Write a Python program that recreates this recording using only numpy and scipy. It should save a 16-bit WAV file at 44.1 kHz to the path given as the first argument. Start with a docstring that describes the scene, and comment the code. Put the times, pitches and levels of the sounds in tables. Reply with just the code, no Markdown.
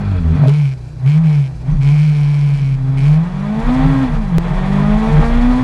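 """One microphone inside the bare cockpit of a four-cylinder race car, close to the steel panels.
Standing still, the driver blips the throttle twice and holds a rev; the firing note booms in the cabin
and a loose panel buzzes against the shell in bouts. At 3 s the car launches: the exhaust roar climbs
and the road shakes the body. Just after 4 s the revs fall for one upshift, the sound skips with
a sharp click and short thud, like an edit cut, and the engine pulls again."""
import sys
import numpy as np
from scipy import signal
from scipy.fft import rfft, irfft, next_fast_len
from scipy.io import wavfile
from scipy.ndimage import uniform_filter1d, map_coordinates

SR = 44100
rng = np.random.default_rng(int(sys.argv[2]) if len(sys.argv) > 2 else 0)


def inscribe(sig):
    """Save sig as 16-bit PCM at rate SR to the path in sys.argv[1].

    A 1-D sig is mono; a 2-D sig holds one channel per row.
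    Samples are clipped to [-1, 1] before scaling.
    """
    pcm = np.round(np.clip(np.atleast_2d(sig).T, -1, 1) * 32767)
    wavfile.write(sys.argv[1], SR, pcm.astype(np.int16))


N = 248283

# Each row: time in seconds, firing rate in Hz.
FIRING_RATE = [(0, 103.9), (.1, 98.3), (.2, 85.6), (.3, 77.5), (.36, 85), (.41, 119.5), (.5, 143.1),
               (.56, 151.5), (.8, 122.5), (.9, 119), (1.0, 121.5), (1.2, 164.5), (1.3, 153.1), (1.6, 118.5),
               (1.7, 136.5), (1.8, 134), (1.9, 144.8), (2.04, 152), (2.2, 145.8), (2.47, 143.7),
               (2.8, 131.5), (3.0, 135), (3.18, 158.5), (3.3, 181.6), (3.6, 223.6), (3.7, 247.2),
               (3.8, 262.5), (3.9, 271.3), (4.03, 266), (4.1, 239.4), (4.2, 219.7), (4.3, 185.8),
               (4.345, 163.5), (4.55, 182), (5.1, 224), (5.3, 233.5), (5.63, 255.6)]
def crankshaft():
    """Running count of firings; the flywheel rounds off changes of speed over 20 ms."""
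    return np.cumsum(uniform_filter1d(curves(FIRING_RATE)[0], size=round(.02 * SR))) / SR


# Each row: time in seconds, level of the firing note in dB before the cabin.
FIRING_LEVEL = [(0, -25), (.07, -7.5), (.33, -13), (.43, -32), (.475, -19.5), (.52, -25), (.66, -26.5),
                (.77, -37), (1.0, -32), (1.07, -24), (1.4, -25.5), (1.52, -39), (1.64, -35), (1.7, -29),
                (1.9, -24.5), (2.53, -27), (2.95, -29), (3.1, -23.5), (3.23, -26), (3.33, -29.5),
                (3.62, -23), (4.04, -20.5), (4.08, -31), (4.3, -24.5), (4.37, -24), (4.386, -25),
                (4.398, -35), (4.45, -29.5), (4.75, -20.5), (5.63, -22.5)]
# Brief dips of that note. Each row: time in seconds, depth in dB (negative lifts it).
FIRING_DIPS = [(0.219, 9), (.39, -8.5), (.92, 13), (1.741, 22), (2.591, 6), (2.79, 3.5), (3.645, 12),
               (4.255, 6), (5.15, 18), (5.32, 1)]
# The cabin's effect on a tone at the microphone. 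Each row: frequency in Hz, gain in dB.
CABIN_GAIN = [(80, 0.5), (100, -7.5), (120, 5.5), (135, 15.5), (150, 15.5), (166, 15), (182, 4), (212, 7.5),
              (222, 5), (229, -2), (235, 3), (239, 9), (244, 10), (268, 6), (290, -4), (312, -15.5),
              (345, -6.5), (400, -3), (430, -6.5), (450, -1.5), (466, -8.5), (475, -16.5), (490, -20),
              (560, -32), (600, -14), (620, -4), (645, 0), (670, -12), (700, -12), (735, -9), (765, -9),
              (790, 0), (825, -9), (855, -7), (900, -8.5), (950, -25), (1000, -4.5), (1050, -11),
              (1090, -20.5), (1125, -24.5), (1160, -22), (1200, -15.5), (1250, -2.5), (1300, -20),
              (1500, -26.5), (1900, -27)]
# The crank's once-a-turn tone. Each row: pitch in Hz, level in dB.
CRANK_TONE = [(40, -25), (50, -27), (60, -33), (66, -39), (75, -46.5), (90, -44), (105, -42.5),
              (120, -34.5), (130, -23.5), (136, -19.5)]
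# Each row: multiple of the firing rate, offset from the roar in dB.
OVERTONES = [(2, 0.5), (2.25, -16.5), (2.5, -10.5), (3, -2), (3.25, -7), (3.5, 1), (3.75, -11), (4, -7),
             (4.25, -10.5), (4.5, -10.5), (5, -2), (5.5, -11.5), (6, -5), (7, -3.5)]
# Overtones rise as the engine pulls, sink as it runs free. Each row: time in seconds, gain in dB.
PULL_GAIN = [(0, 4.5), (.5, 0), (.62, -1), (.7, -24), (1.0, -16), (1.06, -3), (1.11, -14), (1.23, -12),
             (1.29, 5), (1.38, 1), (1.45, -17), (1.65, -6), (1.8, -6.5), (1.9, 5.5), (2.03, -12),
             (2.15, 1.5), (2.6, -2), (2.9, 1), (3.3, -2.5), (3.48, -3.5), (3.6, 3.5), (3.75, -13),
             (4.0, 5.5), (4.07, -14), (4.15, -11), (4.35, -3.5), (4.6, -2), (4.9, -2), (5.25, 0.5),
             (5.4, -10), (5.63, -7)]
# Tones between whole multiples grow as the wheels load the engine. Each row: time in seconds, gain in dB.
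BETWEEN_GAIN = [(0, -8), (3.1, -11.5), (3.4, -7), (5.63, -4.5)]
def engine_note(cycles):
    """Nearly pure, slightly unsteady engine tones swell where they cross a cabin resonance."""
    rate = np.gradient(cycles) * SR
    dips_db = sum(depth * bell(s, width_s=.028) for s, depth in FIRING_DIPS)
    firing_db = curves(FIRING_LEVEL)[0] - dips_db + db_at(CABIN_GAIN, rate)
    upper_db = curves(ROAR_LEVEL)[0] + curves(PULL_GAIN)[0]
    between_db, = curves(BETWEEN_GAIN)
    orders = [(.5, db_at(CRANK_TONE, rate / 2), 3.6), (1, firing_db, 1)]  # multiple, dB, swing in dB
    for k, own_db in OVERTONES:
        db = upper_db + own_db + (k % 1 > 0) * between_db + db_at(CABIN_GAIN, k * rate)
        orders.append((k, db, 1.7))
    tones = np.zeros(N)
    for k, db, swing in orders:
        level = np.sqrt(2) * amp(db + swing * wobble(30))
        tones += level * np.sin(2 * np.pi * k * cycles + .18 * swing * wobble(25))
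    return tones


# Each row: multiple of the firing rate, relative level in dB.
LOPE_TONES = [(.25, -5), (.75, 0), (1.25, 3), (1.5, -8)]
# The cabin's low end at the microphone. Each row: frequency in Hz, gain in dB.
CABIN_BASS = [(20, -17), (36, -10), (60, 1), (100, -9), (148, 3), (185, -11.5), (260, -17), (400, -34)]
def lope(cycles):
    """Unequal cylinders add tones at quarters of the firing rate, loud on a cabin resonance."""
    rate = np.gradient(cycles) * SR
    tones = np.zeros(N)
    for k, own_db in LOPE_TONES:
        level = amp(own_db + db_at(CABIN_BASS, k * rate) + .83 * wobble(13))
        tones += level * np.sin(2 * np.pi * k * cycles + .3 * wobble(10))
    _, _, lope_db = curves(RUMBLE_LEVELS)
    return amp(lope_db + 1.2 * wobble(12)) * tones


# The exhaust from inside the car. Each row: time in seconds, level in dB.
ROAR_LEVEL = [(0, -35.5), (.25, -37), (.46, -30.5), (.57, -39.5), (.75, -51), (.92, -57), (1.05, -41),
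              (1.11, -36), (1.38, -41.5), (1.6, -51), (1.7, -35.5), (1.8, -42), (1.85, -38.5), (2.75, -43),
              (3.0, -36), (3.3, -34), (3.57, -29.5), (3.7, -24.5), (4.0, -25), (4.07, -28), (4.35, -33.5),
              (4.41, -29.5), (5.19, -23), (5.63, -25)]
# Each entry: strength of one cylinder's firing in dB.
CYLINDER_DB = [0, -10, -3, -12]
# Steady load lifts the pulses out of the gas noise. Each row: time in seconds, their share of the power.
PULSE_SHARE = [(0, .2), (.5, .1), (1.75, .1), (2, .25), (2.6, .2), (3.1, .25), (3.6, .35), (4.05, .35),
               (4.15, .1), (4.4, .25), (4.65, .5), (5.63, .5)]
# Colours of the pipe and the valve gear. Each row: frequency in Hz, relative gain in dB.
PIPE_COLOUR = [(140, -20.5), (230, -13), (276, -15), (311, -14), (448, -16.5), (547, -15), (807, -15),
               (1400, -22.5), (1860, -24), (4000, -37), (5200, -63.5), (8800, -120)]
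HISS_COLOUR = [(880, -27.5), (1500, 1), (2060, -13), (2350, 0), (2940, -11.5), (3410, -10.5), (3740, -12.5),
               (3950, -4.5), (4200, -8), (4500, -6.5), (4960, -9), (10500, -20), (14000, -43.5)]
def exhaust(cycles):
    """Firing pulses and throbbing gas noise pass through pipe and shell; valve gear hisses above."""
    roar_db, = curves(ROAR_LEVEL)
    share, = curves(PULSE_SHARE)
    throb = 1 + .053 * np.cos(2 * np.pi * cycles)
    firing = pulses(cycles, jitter_s=4e-5, scatter_db=1.3, pattern_db=CYLINDER_DB)
    firing /= np.sqrt(np.gradient(cycles))  # equal power at any revs
    gas = throb * rng.standard_normal(N) * amp(2.1 * wobble(40))
    # the pulses reach the shell through its mounts and ring it harder than the airborne noise does
    blows = unit(shell(coloured(firing, PIPE_COLOUR), ringing=1.2))
    rush = unit(shell(coloured(gas, PIPE_COLOUR), ringing=.85))
    roar = amp(roar_db) * (np.sqrt(share) * blows + np.sqrt(1 - share) * rush)
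    hiss = unit(coloured(throb * rng.standard_normal(N) * amp(1.2 * wobble(60)), HISS_COLOUR))
    hiss_level = np.hypot(amp(roar_db - 19), amp(-53))  # follows the roar down to an idle floor
    return roar + hiss_level * hiss


# Sheet steel all round the microphone. Each row: mode frequency in Hz, width in Hz, nominal lift in dB.
SHELL_MODES = [(455, 36, 7), (635, 36, 7), (790, 36, 8), (900, 36, 5), (995, 36, 7), (1090, 30, 7),
               (1155, 34, 5), (1240, 34, 7), (1332, 30, 7), (1460, 40, 4), (1616, 36, 7), (1812, 50, 7),
               (1945, 40, 7), (2300, 320, 6), (3400, 220, 8), (4450, 300, 8)]
# Reflections between the near panels. Each row: delay in seconds, feedback factor.
REFLECTIONS = [(.0013, .5), (.0029, .5), (.0047, 1.6), (.0071, 0.57)]
def shell(x, ringing):
    """The bare steel shell lifts its own modes; reflections smear each pulse without colouring it."""
    size = next_fast_len(N + SR // 2)
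    f = np.fft.rfftfreq(size, 1 / SR)
    response = 1
    for hz, width, db in SHELL_MODES:
        mode = 1j * f * width / (hz * hz - f * f + 1j * f * width)
        response *= 1 + (amp(ringing * db) - 1) * mode
    for delay, feedback in REFLECTIONS:
        late = np.exp(-2j * np.pi * f * delay)
        response *= (late - feedback) / (1 - feedback * late)
    return irfft(rfft(x, size) * response, size)[:N]


# Single hard contacts of the panel. Each row: time in seconds, rough peak level in dB.
SLAPS = [(.4752, -22), (.4832, -19), (.4899, -27), (.4941, -23), (.4968, -24), (1.702, -36), (1.712, -34),
         (1.771, -39), (1.784, -40)]
# Colours of buzz and slap, heard close. Each row: frequency in Hz, relative gain in dB.
BUZZ_COLOUR = [(880, -31), (1500, -7), (1980, -14), (2150, -2), (2260, 1), (2340, 0.5), (2420, -2),
               (2520, -3.5), (2720, -12), (3060, -8), (3400, -14.5), (3900, -17), (4250, -13.5),
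               (4550, -17.5), (5480, -17.5), (6190, -23.5), (9650, -27.5), (10700, -33), (11500, -75.5)]
SLAP_COLOUR = [(900, -28), (1800, -12), (2350, 2.5), (3000, 1.5), (5000, -8), (9500, -14), (14500, -32),
               (16000, -59)]
def loose_panel(cycles):
    """The panel strikes hard at one end of each swing, softer and duller at the other."""
    hard = pulses(cycles, jitter_s=1.2e-4, scatter_db=1.2, pattern_db=[0])
    soft = pulses(cycles + .5, jitter_s=2e-4, scatter_db=1.2, pattern_db=[-4])
    strikes = chatter(hard) + signal.lfilter(*signal.butter(2, 4630, fs=SR), chatter(soft))
    buzz = buzz_level() * unit(coloured(strikes, BUZZ_COLOUR))
    slaps = np.zeros(N)
    for s, db in SLAPS:
        slaps[round(s * SR)] = amp(db)
    slap_peak = np.abs(coloured(np.arange(N) == 0, SLAP_COLOUR)).max()
    return buzz + coloured(chatter(slaps), SLAP_COLOUR) / slap_peak


def chatter(contacts, t60_s=.009):
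    """Each contact trails a brief chatter, thinner than the strike."""
    tails = signal.lfilter([1], [1, -amp(-60 / (t60_s * SR))], np.abs(contacts))
    thin = signal.lfilter(*signal.butter(1, 3200, "high", fs=SR), rng.standard_normal(N))
    return contacts + .1 * tails * thin


# Each row: start and end in seconds, first and last level in dB, brief offset at the onset in dB.
BUZZ_BOUTS = [(0.491, 0.739, -36, -43, -2), (1.061, 1.189, -33.5, -41, -3), (1.236, 1.48, -35, -43.5, -8),
              (1.811, 2.758, -35.5, -41.5, -0.5), (2.971, 3.18, -34.5, -41, -1)]
def buzz_level():
    """Each bout of buzz starts suddenly, holds, fades late and stops suddenly."""
    t, level = np.arange(N) / SR, np.zeros(N)
    for start, end, first_db, last_db, onset_db in BUZZ_BOUTS:
        fade = np.clip((t - start) / (end - start), 0, 1) ** 2
        onset = np.exp(-np.abs(t - start) / .051)
        level += ((t > start) & (t < end)) * amp(first_db + (last_db - first_db) * fade + onset_db * onset)
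    return uniform_filter1d(level * amp(.4 * wobble(15)), size=200)


# Each row: start in seconds, level in dB, time to fall 60 dB in seconds.
CUT_CLICK = [(4.3833, -4, 0.03)]
# Each row: start in seconds, level in dB, pitch in Hz, time to fall 60 dB in seconds.
POPS = [(.415, -17, 806, 0.023), (.437, 1, 660, 0.0096), (.456, -11, 625, 0.059), (.478, -13, 411, 0.11),
        (1.716, -45, 6080, .05), (1.733, -43, 6000, .025), (3.855, -19, 830, .12)]
def cut_and_pops():
    """A sharp click and short thud, like an edit cut; short pops and pings ring earlier on."""
    out, t = np.zeros(N + SR), np.arange(SR // 10) / SR
    thud = amp(-15 - 60 * t / .022) * np.sin(2 * np.pi * 400 * t)
    for s, db, t60 in CUT_CLICK:
        click = amp(db - 60 * t / t60) * (1 - np.exp(-t / 1.5e-5))
        out[round(s * SR):][:len(t)] += click + thud
    for s, db, hz, t60 in POPS:
        envelope = amp(db - 60 * t / t60) * (1 - np.exp(-t / .002))
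        out[round(s * SR):][:len(t)] += envelope * np.sin(2 * np.pi * hz * t)
    return out[:N]


# Each row: frequency in Hz, width in Hz, relative level in dB.
RASP_MODES = [(1320, 86, 2.5), (1530, 150, -0.5), (2430, 310, -5.5), (3370, 230, -11.5), (4300, 630, -16.5)]
# Each row: time in seconds, level in dB.
RASP_LEVEL = [(0, -44), (.18, -39.5), (.27, -54), (.4, -37), (.45, -40), (.53, -43), (.62, -64),
              (5.63, -89)]
def overrun_rasp():
    """A rough metallic edge while the engine runs down and catches again."""
    return amp(curves(RASP_LEVEL)[0] + 2.1 * wobble(60)) * resonant(RASP_MODES)


# Each row: time in seconds, then levels of body shake, cabin boom and engine lope in dB.
RUMBLE_LEVELS = [(0, -49, -23.5, -47), (.33, -28, -20, -38), (.45, -34, -10, -28), (.6, -44, -40, -40.5),
                 (1.1, -34, -43, -30), (1.3, -34, -36, -47), (1.5, -42, -35.5, -51), (1.9, -23, -24, -37),
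                 (2.1, -31, -30, -45), (2.3, -36, -37, -47), (2.6, -29, -30, -39), (2.9, -19.5, -24, -40),
                 (3.5, -29.5, -24, -28), (3.7, -14.5, -27, -18.5), (4.4, -20, -26, -24),
                 (4.62, -17, -26, -26), (4.7, -16, -27, -17), (4.83, -18, -28, -13), (4.93, -21, -28, -15),
                 (5.02, -16, -27, -21), (5.2, -10.5, -17, -18), (5.63, -19, -25.5, -20)]
# Jolts through the body. Each row: time in seconds, shake in dB, boom in dB.
JOLTS = [(.41, -45, -18), (1.681, -46, -19.5), (1.749, -9.5, -9.5), (3.68, -9, -23), (3.86, -26, -12),
         (3.9, -21, -29), (3.95, -29, -16.5), (4.14, -33, -17.5), (4.19, -11.5, -26), (4.33, -18, -25),
         (4.52, -20, -16), (4.59, -10, -28), (4.95, -10.5, -23), (5.3, -12, -39), (5.4, -10, -23)]
# The body, and the air round the microphone. Each row: frequency in Hz, width in Hz, relative level in dB.
BODY_MODES = [(33.4, 13, 7), (60.3, 8.8, -4.5), (101, 32, -6.5)]
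AIR_MODE = [(148.9, 21, 0)]
def road():
    """The body rocks and the cabin air booms at wandering pitches, swelling at random and on each jolt."""
    rolling = [amp(db + 3.5 * wobble(14)) for db in curves(RUMBLE_LEVELS)[:2]]
    humps = sum(amp(dbs)[:, None] * bell(s, width_s=.036) for s, *dbs in JOLTS)
    shake, boom = np.hypot(rolling, humps)
    rocking = np.sqrt(2) * np.sin(2 * np.pi * np.cumsum(34 + 2.59 * wobble(5.4)) / SR)
    drone = np.sqrt(2) * np.sin(2 * np.pi * np.cumsum(150 + 6 * wobble(7.3)) / SR)
    body = .6 * rocking + .23 * resonant(BODY_MODES)
    air = .35 * drone + .84 * resonant(AIR_MODE)
    return shake * body + boom * air


# Each row: frequency in Hz, relative gain in dB.
HUM_COLOUR = [(60, -18.5), (180, -0.5), (300, 1), (550, -5), (900, -9), (2000, -39.5), (6000, -100)]
def cabin_hum():
    """Steady low noise fills the cockpit behind everything else."""
    return amp(-44) * unit(coloured(rng.standard_normal(N), HUM_COLOUR))


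def pulses(cycles, jitter_s, scatter_db, pattern_db):
    """One impulse each time the cycle count passes a whole number, placed between samples."""
    k = np.arange(1, int(cycles[-1]))
    chance = rng.standard_normal((len(k), 2))
    at = np.interp(k, cycles, np.arange(N)) + jitter_s * SR * chance[:, 0]
    size = amp(scatter_db * chance[:, 1] + np.take(pattern_db, k, mode="wrap"))
    taps = np.clip(np.floor(at)[:, None] + np.arange(-7, 9), 0, N - 1)
    offset = taps - at[:, None]
    shape = np.sinc(offset) * np.cos(np.pi * offset / 16) ** 2
    return np.bincount(taps.astype(int).ravel(), (size[:, None] * shape).ravel(), N)


def coloured(x, points):
    """x through the causal filter with the (Hz, dB) points as its gain."""
    size = next_fast_len(N + SR // 2)
    hz, db = np.transpose(points)
    gain = amp(np.interp(np.log(np.fft.rfftfreq(size, 1 / SR) + 1), np.log(hz + 1), db))
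    cepstrum = irfft(np.log(gain + 1e-6), size)
    cepstrum[1:size // 2] *= 2  # folded for minimum phase
    cepstrum[size // 2 + 1:] = 0
    return irfft(rfft(x, size) * np.exp(rfft(cepstrum)), size)[:N]


def resonant(modes):
    """Noise ringing in (Hz, width, dB) modes, each a steep double resonance; rms 1."""
    f = np.fft.rfftfreq(N, 1 / SR)
    gain = sum(amp(db) * (f * w) ** 2 / ((hz * hz - f * f) ** 2 + (f * w) ** 2) for hz, w, db in modes)
    return unit(irfft(rfft(rng.standard_normal(N)) * gain, N))


def curves(rows):
    """One value per sample for each column after the time."""
    s, *columns = np.transpose(rows)
    return [np.interp(np.arange(N) / SR, s, column) for column in columns]


def db_at(points, hz):
    """Read (Hz, dB) points along a log frequency axis."""
    knots_hz, db = np.transpose(points)
    return np.interp(np.log(hz), np.log(knots_hz), db)


def wobble(rate):
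    """A smooth random curve, rate knots a second."""
    return map_coordinates(rng.standard_normal(int(N * rate / SR) + 4), [np.arange(N) * rate / SR])


def bell(s, width_s):
    """A smooth hump of height 1 around time s."""
    return np.exp(-((np.arange(N) / SR - s) / width_s) ** 2)


def amp(db):
    """Gain of a level in dB."""
    return 10 ** (np.asarray(db) / 20)


def unit(x):
    """x at rms 1."""
    return x / np.sqrt(np.mean(x ** 2) + 1e-20)


def scene():
    """The cockpit in mono; one count of firings drives the engine and the panel."""
    cycles = crankshaft()
    engine = engine_note(cycles) + lope(cycles) + exhaust(cycles) + overrun_rasp()
    return (engine + loose_panel(cycles) + road() + cabin_hum() + cut_and_pops())[None]


def record(dry, ceiling=.86, top_hz=17000):
    """The highest peaks are rounded off and the treble stops at 17 kHz."""
    soft = dry / (1 + np.abs(dry / ceiling) ** 6) ** (1 / 6)
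    return signal.sosfilt(signal.ellip(12, .1, 90, top_hz, fs=SR, output="sos"), soft)


dry = scene()
out = record(dry)
inscribe(out)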